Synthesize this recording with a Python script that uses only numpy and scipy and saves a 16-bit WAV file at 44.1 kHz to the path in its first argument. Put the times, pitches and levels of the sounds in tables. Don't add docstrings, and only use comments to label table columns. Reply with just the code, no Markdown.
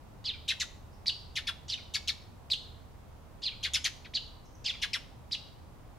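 import sys
import numpy as np
from scipy import signal
from scipy.fft import rfft, irfft
from scipy.io import wavfile

SR = 44100
rng = np.random.default_rng(int(sys.argv[2]) if len(sys.argv) > 2 else 0)


def put_to_file(sound):
    columns = np.atleast_2d(sound).T
    safe = np.clip(columns, -1, 1)
    whole_steps = np.round(safe * 32767)
    wavfile.write(sys.argv[1], SR, whole_steps.astype(np.int16))


N = 263718

# hz, density_db (per Hz)
TOWN_SPECTRUM = [(12, -42.5), (20, -3.5), (58, -4), (119, -5), (153, -11), (245, -14.5), (362, -19),
                 (581, -19.5), (932, -20), (1100, -23), (1630, -31), (2470, -34.5), (5090, -40),
                 (8880, -44), (15500, -45.5)]
# hz, correlation (1 = identical)
EAR_LIKENESS = [(30, 0.46), (70, 0.73), (170, 0.48), (400, 0.24), (1500, 0.28), (8000, 0.038)]
TOWN_DB = -51
HUM_HZ, HUM_DB = 75.5, -57.5

CHIRP_GESTURE = dict( length_s=.084, upper_arch=dict(start_hz=3900, top_hz=5000, end_hz=2200, rise_s=.025, bow=1.5),
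                 lower_arch=dict(start_hz=2900, top_hz=3650, end_hz=1350, rise_s=.025, bow=.75),
                 upper_swell=dict(level_db=-5, attack_s=.022, hold_s=.042, grow_db_per_s=130, release_db_per_s=1100),
                 lower_swell=dict(level_db=-4.5, attack_s=.021, hold_s=.007, grow_db_per_s=0, release_db_per_s=430),
                 trill=dict(rate_hz=122, depth=.07, centre_s=.021, width_s=.014),
                 catch=dict(depth_db=-8, centre_s=.035, width_s=.005),
                 strain=dict(onset_db=24, fade_s=.012, rest_db=0))
AFTERNOTE_GESTURE = dict( length_s=0.0306, upper_arch=dict(start_hz=2670, top_hz=2680, end_hz=2110, rise_s=0.0046, bow=0.94),
                     lower_arch=dict(start_hz=1700, top_hz=1685, end_hz=1220, rise_s=0.005, bow=.9),
                     upper_swell=dict(level_db=-17, attack_s=0.0039, hold_s=.003, grow_db_per_s=0, release_db_per_s=453),
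                     lower_swell=dict(level_db=-24, attack_s=0.013, hold_s=0.004, grow_db_per_s=0, release_db_per_s=446))
CHATTER_GESTURE = dict( length_s=.044, upper_arch=dict(start_hz=3580, top_hz=4018, end_hz=2578, rise_s=0.01461, bow=1.6),
                   lower_arch=dict(start_hz=2624, top_hz=3263, end_hz=1158.3, rise_s=.007, bow=.62),
                   upper_swell=dict(level_db=-2.5, attack_s=0.011, hold_s=0.022, grow_db_per_s=-200, release_db_per_s=1606),
                   lower_swell=dict(level_db=-8, attack_s=0.0039, hold_s=0.019, grow_db_per_s=387, release_db_per_s=700),
                   strain=dict(onset_db=6.5, fade_s=0.013, rest_db=-2.5))
CHIP_GESTURE = dict( length_s=.051, upper_arch=dict(start_hz=1600, top_hz=4950, end_hz=2800, rise_s=.0125, bow=1.05),
                lower_arch=dict(start_hz=1400, top_hz=2250, end_hz=1550, rise_s=.015, bow=1.8),
                upper_swell=dict(level_db=0, attack_s=.018, hold_s=.02, grow_db_per_s=0, release_db_per_s=1100),
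                lower_swell=dict(level_db=-26, attack_s=.02, hold_s=.024, grow_db_per_s=100, release_db_per_s=2500),
                trill=dict(rate_hz=90, depth=.13, centre_s=.026, width_s=.021),
                catch=dict(depth_db=-13, centre_s=.031, width_s=.0035),
                strain=dict(onset_db=17, fade_s=.008, rest_db=-5))

# start_s, level_db, stretch (time factor), upper_factor (pitch),
# lower_factor (pitch), roughness (0-1), overtones_db, lower_voice_db, scoop (share by which the pitch
# starts low), throat_hz (resonance), lift_db (of that resonance)
CHIRP_CALLS = [(.239, -27, 0.97, 0.97, 1.0, 0.31, -31, -3, .08, 4500, 1),
               (1.679, -29.5, .98, 0.98, 1.0, 0.37, -21.5, -1.5, 0.053, 5800, 8),
               (3.417, -28, 1.0, 0.96, 1.0, 0.24, -27, -3.5, 0.084, 4040, 1),
               (4.641, -28, 0.98, 0.93, 0.9, 0.38, -22, 2, 0.043, 5470, 9)]
CHATTER_CALLS = [(.476, -25, 1.286, .94, 1.24, 0.62, -6, -1.6, .3, 3750, 1),
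                 (.596, -29.5, 1.05, 1.02, .92, 0.49, -2.5, -0.19, 0.0034, 7100, 12.8),
                 (1.353, -28.5, 1.02, 0.98, 1.01, 0.76, -3.5, -1.5, 0.0046, 3370, 2.1),
                 (1.467, -31, 0.96, 0.94, 0.81, 0.5, -2, 0.46, .05, 3640, 4.9),
                 (1.936, -29, 0.91, 1.08, 1.12, 0.58, -1, -0.12, 0, 4900, 6),
                 (2.073, -27, .88, 1.21, 1.16, 0.59, -2, -2.9, .25, 3860, 5.4),
                 (3.626, -28.5, 1.31, 1.03, 1.085, 0.75, -5.5, -1.2, .25, 3700, 2.7),
                 (3.732, -27.5, 1.14, 0.89, 1.08, 0.61, 2, -0.098, 0, 5350, 5),
                 (3.84, -26.5, 0.96, .97, 1.06, 0.643, 0.5, -0.2, 0.03, 6000, 3.2),
                 (4.043, -46, .78, 1.05, 0.97, 1, -16, 0.79, 0.14, 2380, 2.6),
                 (4.815, -28, 1.06, .89, 0.97, 0.86, -5, 0.19, 0, 6640, 1.8),
                 (4.929, -27.5, 1.06, .9, 0.87, 0.37, -3, 0.21, .15, 5500, 3.8)]
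CHIP_CALLS = [(1.057, -24, 1, 0.96, 0.98, 0.27, -19.5, 0, 0.0025, 4600, 1.8),
              (2.498, -25, 0.96, 0.94, 0.98, 0.28, -16.5, 0, 0.0031, 4450, 2.7),
              (4.1347, -25, 0.97, 0.96, 0.97, 0.31, -25.5, 0, 0, 4370, 2.8),
              (5.309, -26.5, 0.99, 0.95, 1.0, 0.37, -19, 0.0051, 0, 5300, 3.5)]
# start_s, level_db, length_s, pitch_hz (mean)
PEEP_CALLS = [(0.898, -69, 0.09, 5080), (4.438, -63.5, 0.047, 5680), (4.545, -59, 0.017, 5720)]

# hz, gain_db
BEAK_COLOUR = [(600, -15.5), (1200, -9.5), (2000, -3), (3500, 0), (5000, -0.5), (6500, -4), (8300, -9.5),
               (10500, -9), (13000, -16), (16000, -49)]
# hz, gain_db
YARD_COLOUR = [(1000, -5), (2200, 0.5), (3500, 0), (4800, -0.5), (7000, 1.5), (12000, -1)]
# hz, gain_db
SCATTER_SPREAD = [(1500, -9.5), (4000, -5), (8000, 2), (13000, 5.5)]

AFTERNOTE_DELAY_S = .097
ONSET_DB = -25
BREAK_UP_S = 0.01118
SCOOP_S = .008
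THROAT_Q = 8
CUTOFF_HZ = 15760

LAWN = dict(pan_db=-0.9, near_db=-8.0, near_t60=0.12, far_db=-11.0, far_t60=0.54)
BY_WALL = dict(pan_db=1.7, near_db=-6.0, near_t60=0.098, far_db=-15.0, far_t60=0.51)
FAR_OFF = dict(pan_db=0, near_db=-9, near_t60=0.093, far_db=-0.5, far_t60=0.83)


def from_db(db):
    return 10 ** (np.asarray(db) / 20)


def rms_one(x):
    return x / np.sqrt(np.mean(x ** 2) + 1e-20)


def at_hz(points, hz):
    table = np.array(points)
    return np.interp(np.log(hz + 1e-9), np.log(table[:, 0]), table[:, 1])


def colour(x, spectrum):
    size = x.shape[-1]
    gain = from_db(at_hz(spectrum, np.fft.rfftfreq(size, 1 / SR)))
    return irfft(rfft(x) * gain, size)


def wander(size, rate_hz):
    pole = np.exp(-2 * np.pi * rate_hz / SR)
    noise = rng.standard_normal(size + SR // 10)
    return rms_one(signal.lfilter([1], [1, -2 * pole, pole * pole], noise))[-size:]


def phase_of(hz):
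    return 2 * np.pi * np.cumsum(hz) / SR


def add(track, start_s, sound):
    start = int(start_s * SR)
    track[:, start:start + sound.shape[-1]] += sound[..., :N - start]


def town():
    alike = np.clip(at_hz(EAR_LIKENESS, np.fft.rfftfreq(N, 1 / SR)), -1, 1)
    mid, side = rfft(rng.standard_normal((2, N)))
    air = irfft(np.sqrt(1 + alike) * mid + np.sqrt(1 - alike) * side * [[1], [-1]], N)
    rumble = from_db(TOWN_DB) * rms_one(colour(air, TOWN_SPECTRUM))
    hum_hz = HUM_HZ * (1 + .018 * wander(N, 3))
    hum = np.sin(phase_of(hum_hz)) * (1 + 0.69 * wander(N, 3.0))
    return (rumble + from_db(HUM_DB) * hum) * from_db([[-.6], [.6]])


def arch(t, length_s, start_hz, top_hz, end_hz, rise_s, bow):
    climb = np.sin(np.pi / 2 * np.clip(t / rise_s, 0, 1)) ** 2
    fall = np.clip((t - rise_s) / (length_s - rise_s), 0, 1) ** bow
    return start_hz + (top_hz - start_hz) * climb + (end_hz - top_hz) * fall


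def swell(t, level_db, attack_s, hold_s, grow_db_per_s, release_db_per_s):
    attack = ONSET_DB * np.clip(1 - t / attack_s, 0, 1)
    hold = grow_db_per_s * np.clip(t - attack_s, 0, hold_s)
    release = release_db_per_s * np.maximum(t - attack_s - hold_s, 0)
    return level_db + attack + hold - release


def bump(t, centre_s, width_s):
    return np.exp(-((t - centre_s) / width_s) ** 2)


def trill(t, rate_hz, depth, centre_s, width_s):
    return 1 + depth * bump(t, centre_s, width_s) * np.cos(2 * np.pi * rate_hz * (t - centre_s))


def catch(t, depth_db, centre_s, width_s):
    return depth_db * bump(t, centre_s, width_s)


def strain(t, onset_db, fade_s, rest_db):
    return rest_db + onset_db * bump(t, 0, fade_s)


def controls(t, gesture):
    swing = trill(t, **gesture["trill"]) if "trill" in gesture else 1
    dip_db = catch(t, **gesture["catch"]) if "catch" in gesture else 0
    strain_db = strain(t, **gesture["strain"]) if "strain" in gesture else 0
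    upper_hz = swing * arch(t, gesture["length_s"], **gesture["upper_arch"])
    lower_hz = swing * arch(t, gesture["length_s"], **gesture["lower_arch"])
    upper_db = swell(t, **gesture["upper_swell"]) + dip_db
    lower_db = swell(t, **gesture["lower_swell"])
    return upper_hz, lower_hz, upper_db, lower_db, strain_db


def syrinx(gesture, call, flutter_hz, flutter, jitter, jitter_hz, shimmer_db, mixing_db,
           upper_octave_db, third_db, sum_db, hiss_db, rasp=0):
    _, level_db, stretch, upper_factor, lower_factor, roughness, overtones_db, lower_voice_db, scoop = call
    t = np.arange(int(gesture["length_s"] * stretch * SR)) / SR
    upper_hz, lower_hz, upper_db, lower_db, strain_db = controls(t / stretch, gesture)
    rough = roughness * np.clip(t / BREAK_UP_S, 0, 1)
    quiver = 1 + flutter * np.sin(2 * np.pi * (flutter_hz * t + rng.random()))
    glide = quiver * (1 - scoop * bump(t, 0, SCOOP_S))

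    def stray():
        return 1 + jitter * rough * wander(len(t), jitter_hz)

    up = phase_of(upper_hz * upper_factor * glide * stray())
    low = phase_of(lower_hz * lower_factor * glide * stray())
    upper = from_db(upper_db + shimmer_db * wander(len(t), 269))
    lower = from_db(lower_db + lower_voice_db + shimmer_db * wander(len(t), 269))
    shake = 1 + rasp * rough * np.sin(low / 2)
    tones = upper * np.sin(up) * shake + lower * np.sin(low)
    octaves = from_db(upper_octave_db) * upper * np.sin(2 * up) + lower * np.sin(2 * low)
    thirds = upper * np.sin(3 * up) + lower * np.sin(3 * low)
    shared = upper * lower / (upper + lower)
    mixing = from_db(mixing_db) * shared * (np.sin(2 * up - low) + .5 * np.sin(2 * low - up))
    overtones = octaves + from_db(third_db) * thirds + from_db(sum_db) * shared * np.sin(up + low)
    puffs = (upper + lower) * (1 + np.sin(low))
    hiss = from_db(overtones_db + hiss_db) * puffs * rng.standard_normal(len(t))
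    voice = tones + from_db(strain_db) * (mixing + from_db(overtones_db) * overtones) + hiss
    return from_db(level_db) * voice * signal.windows.tukey(len(t), .12)


def throat(x, hz, lift_db):
    band = signal.lfilter(*signal.iirpeak(hz, THROAT_Q, fs=SR), x)
    return x + (from_db(lift_db) - 1) * band


def echoes(t60, delay_s, spread, size):
    t = np.arange(size) / SR
    mid, side = rng.standard_normal((2, size))
    build_up = np.clip(t / delay_s - 1, 0, 1)
    decay = rms_one(from_db(-60 * t / t60) * build_up) / np.sqrt(size)
    return decay * (mid + colour(side, spread) * [[1], [-1]])


def yard(x, pan_db, near_db, near_t60, far_db, far_t60):
    far = echoes(far_t60, 0.0068, [(1000, -5)], size=SR // 2)
    response = from_db(far_db) * colour(far, YARD_COLOUR)
    near = from_db(near_db) * echoes(near_t60, 0.0014, SCATTER_SPREAD, size=SR // 10)
    near[:, 0] = 1
    add(response, 0, near * from_db([[pan_db / 2], [-pan_db / 2]]))
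    return signal.fftconvolve(x[None], response, axes=1)


def bird(gesture, calls, place, **voice):
    out = np.zeros((2, N))
    for *call, throat_hz, lift_db in calls:
        sound = np.pad(syrinx(gesture, call, **voice), (0, SR // 100))
        coloured = colour(throat(sound, throat_hz, lift_db), BEAK_COLOUR)
        add(out, call[0], yard(coloured, **place))
    return out


def chirps():
    voice = dict(flutter_hz=168.6, flutter=0.025, jitter=0.16, jitter_hz=810, shimmer_db=2.5,
                 mixing_db=-12, upper_octave_db=1, third_db=-12, sum_db=13.5, hiss_db=-1.5)
    afternotes = [(start_s + AFTERNOTE_DELAY_S * stretch, level_db, stretch, *rest)
                  for start_s, level_db, stretch, *rest in CHIRP_CALLS]
    main = bird(CHIRP_GESTURE, CHIRP_CALLS, LAWN, **voice)
    return main + bird(AFTERNOTE_GESTURE, afternotes, LAWN, **voice)


def chatter():
    return bird(CHATTER_GESTURE, CHATTER_CALLS, BY_WALL, flutter_hz=169.7, flutter=0.066,
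                jitter=0.1543, jitter_hz=568, shimmer_db=2.5, mixing_db=-31, upper_octave_db=-20.0,
                third_db=-8, sum_db=-1.5, hiss_db=-13.5, rasp=0.6)


def peeps(waver=0.082):
    out = np.zeros((2, N))
    for start_s, level_db, length_s, pitch_hz in PEEP_CALLS:
        size = int(length_s * SR)
        phase = phase_of(pitch_hz * (1 + waver * wander(size, 410)))
        whistle = from_db(level_db) * np.hanning(size) * np.sin(phase)
        add(out, start_s, yard(whistle, **FAR_OFF))
    return out


def chips():
    return bird(CHIP_GESTURE, CHIP_CALLS, LAWN, flutter_hz=165.6, flutter=0.032,
                jitter=0.158, jitter_hz=726, shimmer_db=3.0, mixing_db=11.5, upper_octave_db=5.5,
                third_db=2, sum_db=12, hiss_db=-17)


def scene():
    return town() + chirps() + chatter() + peeps() + chips()


def record(dry):
    low_pass = signal.ellip(10, .05, 60, CUTOFF_HZ, fs=SR, output="sos")
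    return signal.sosfiltfilt(low_pass, dry)


dry = scene()
out = record(dry)
put_to_file(out)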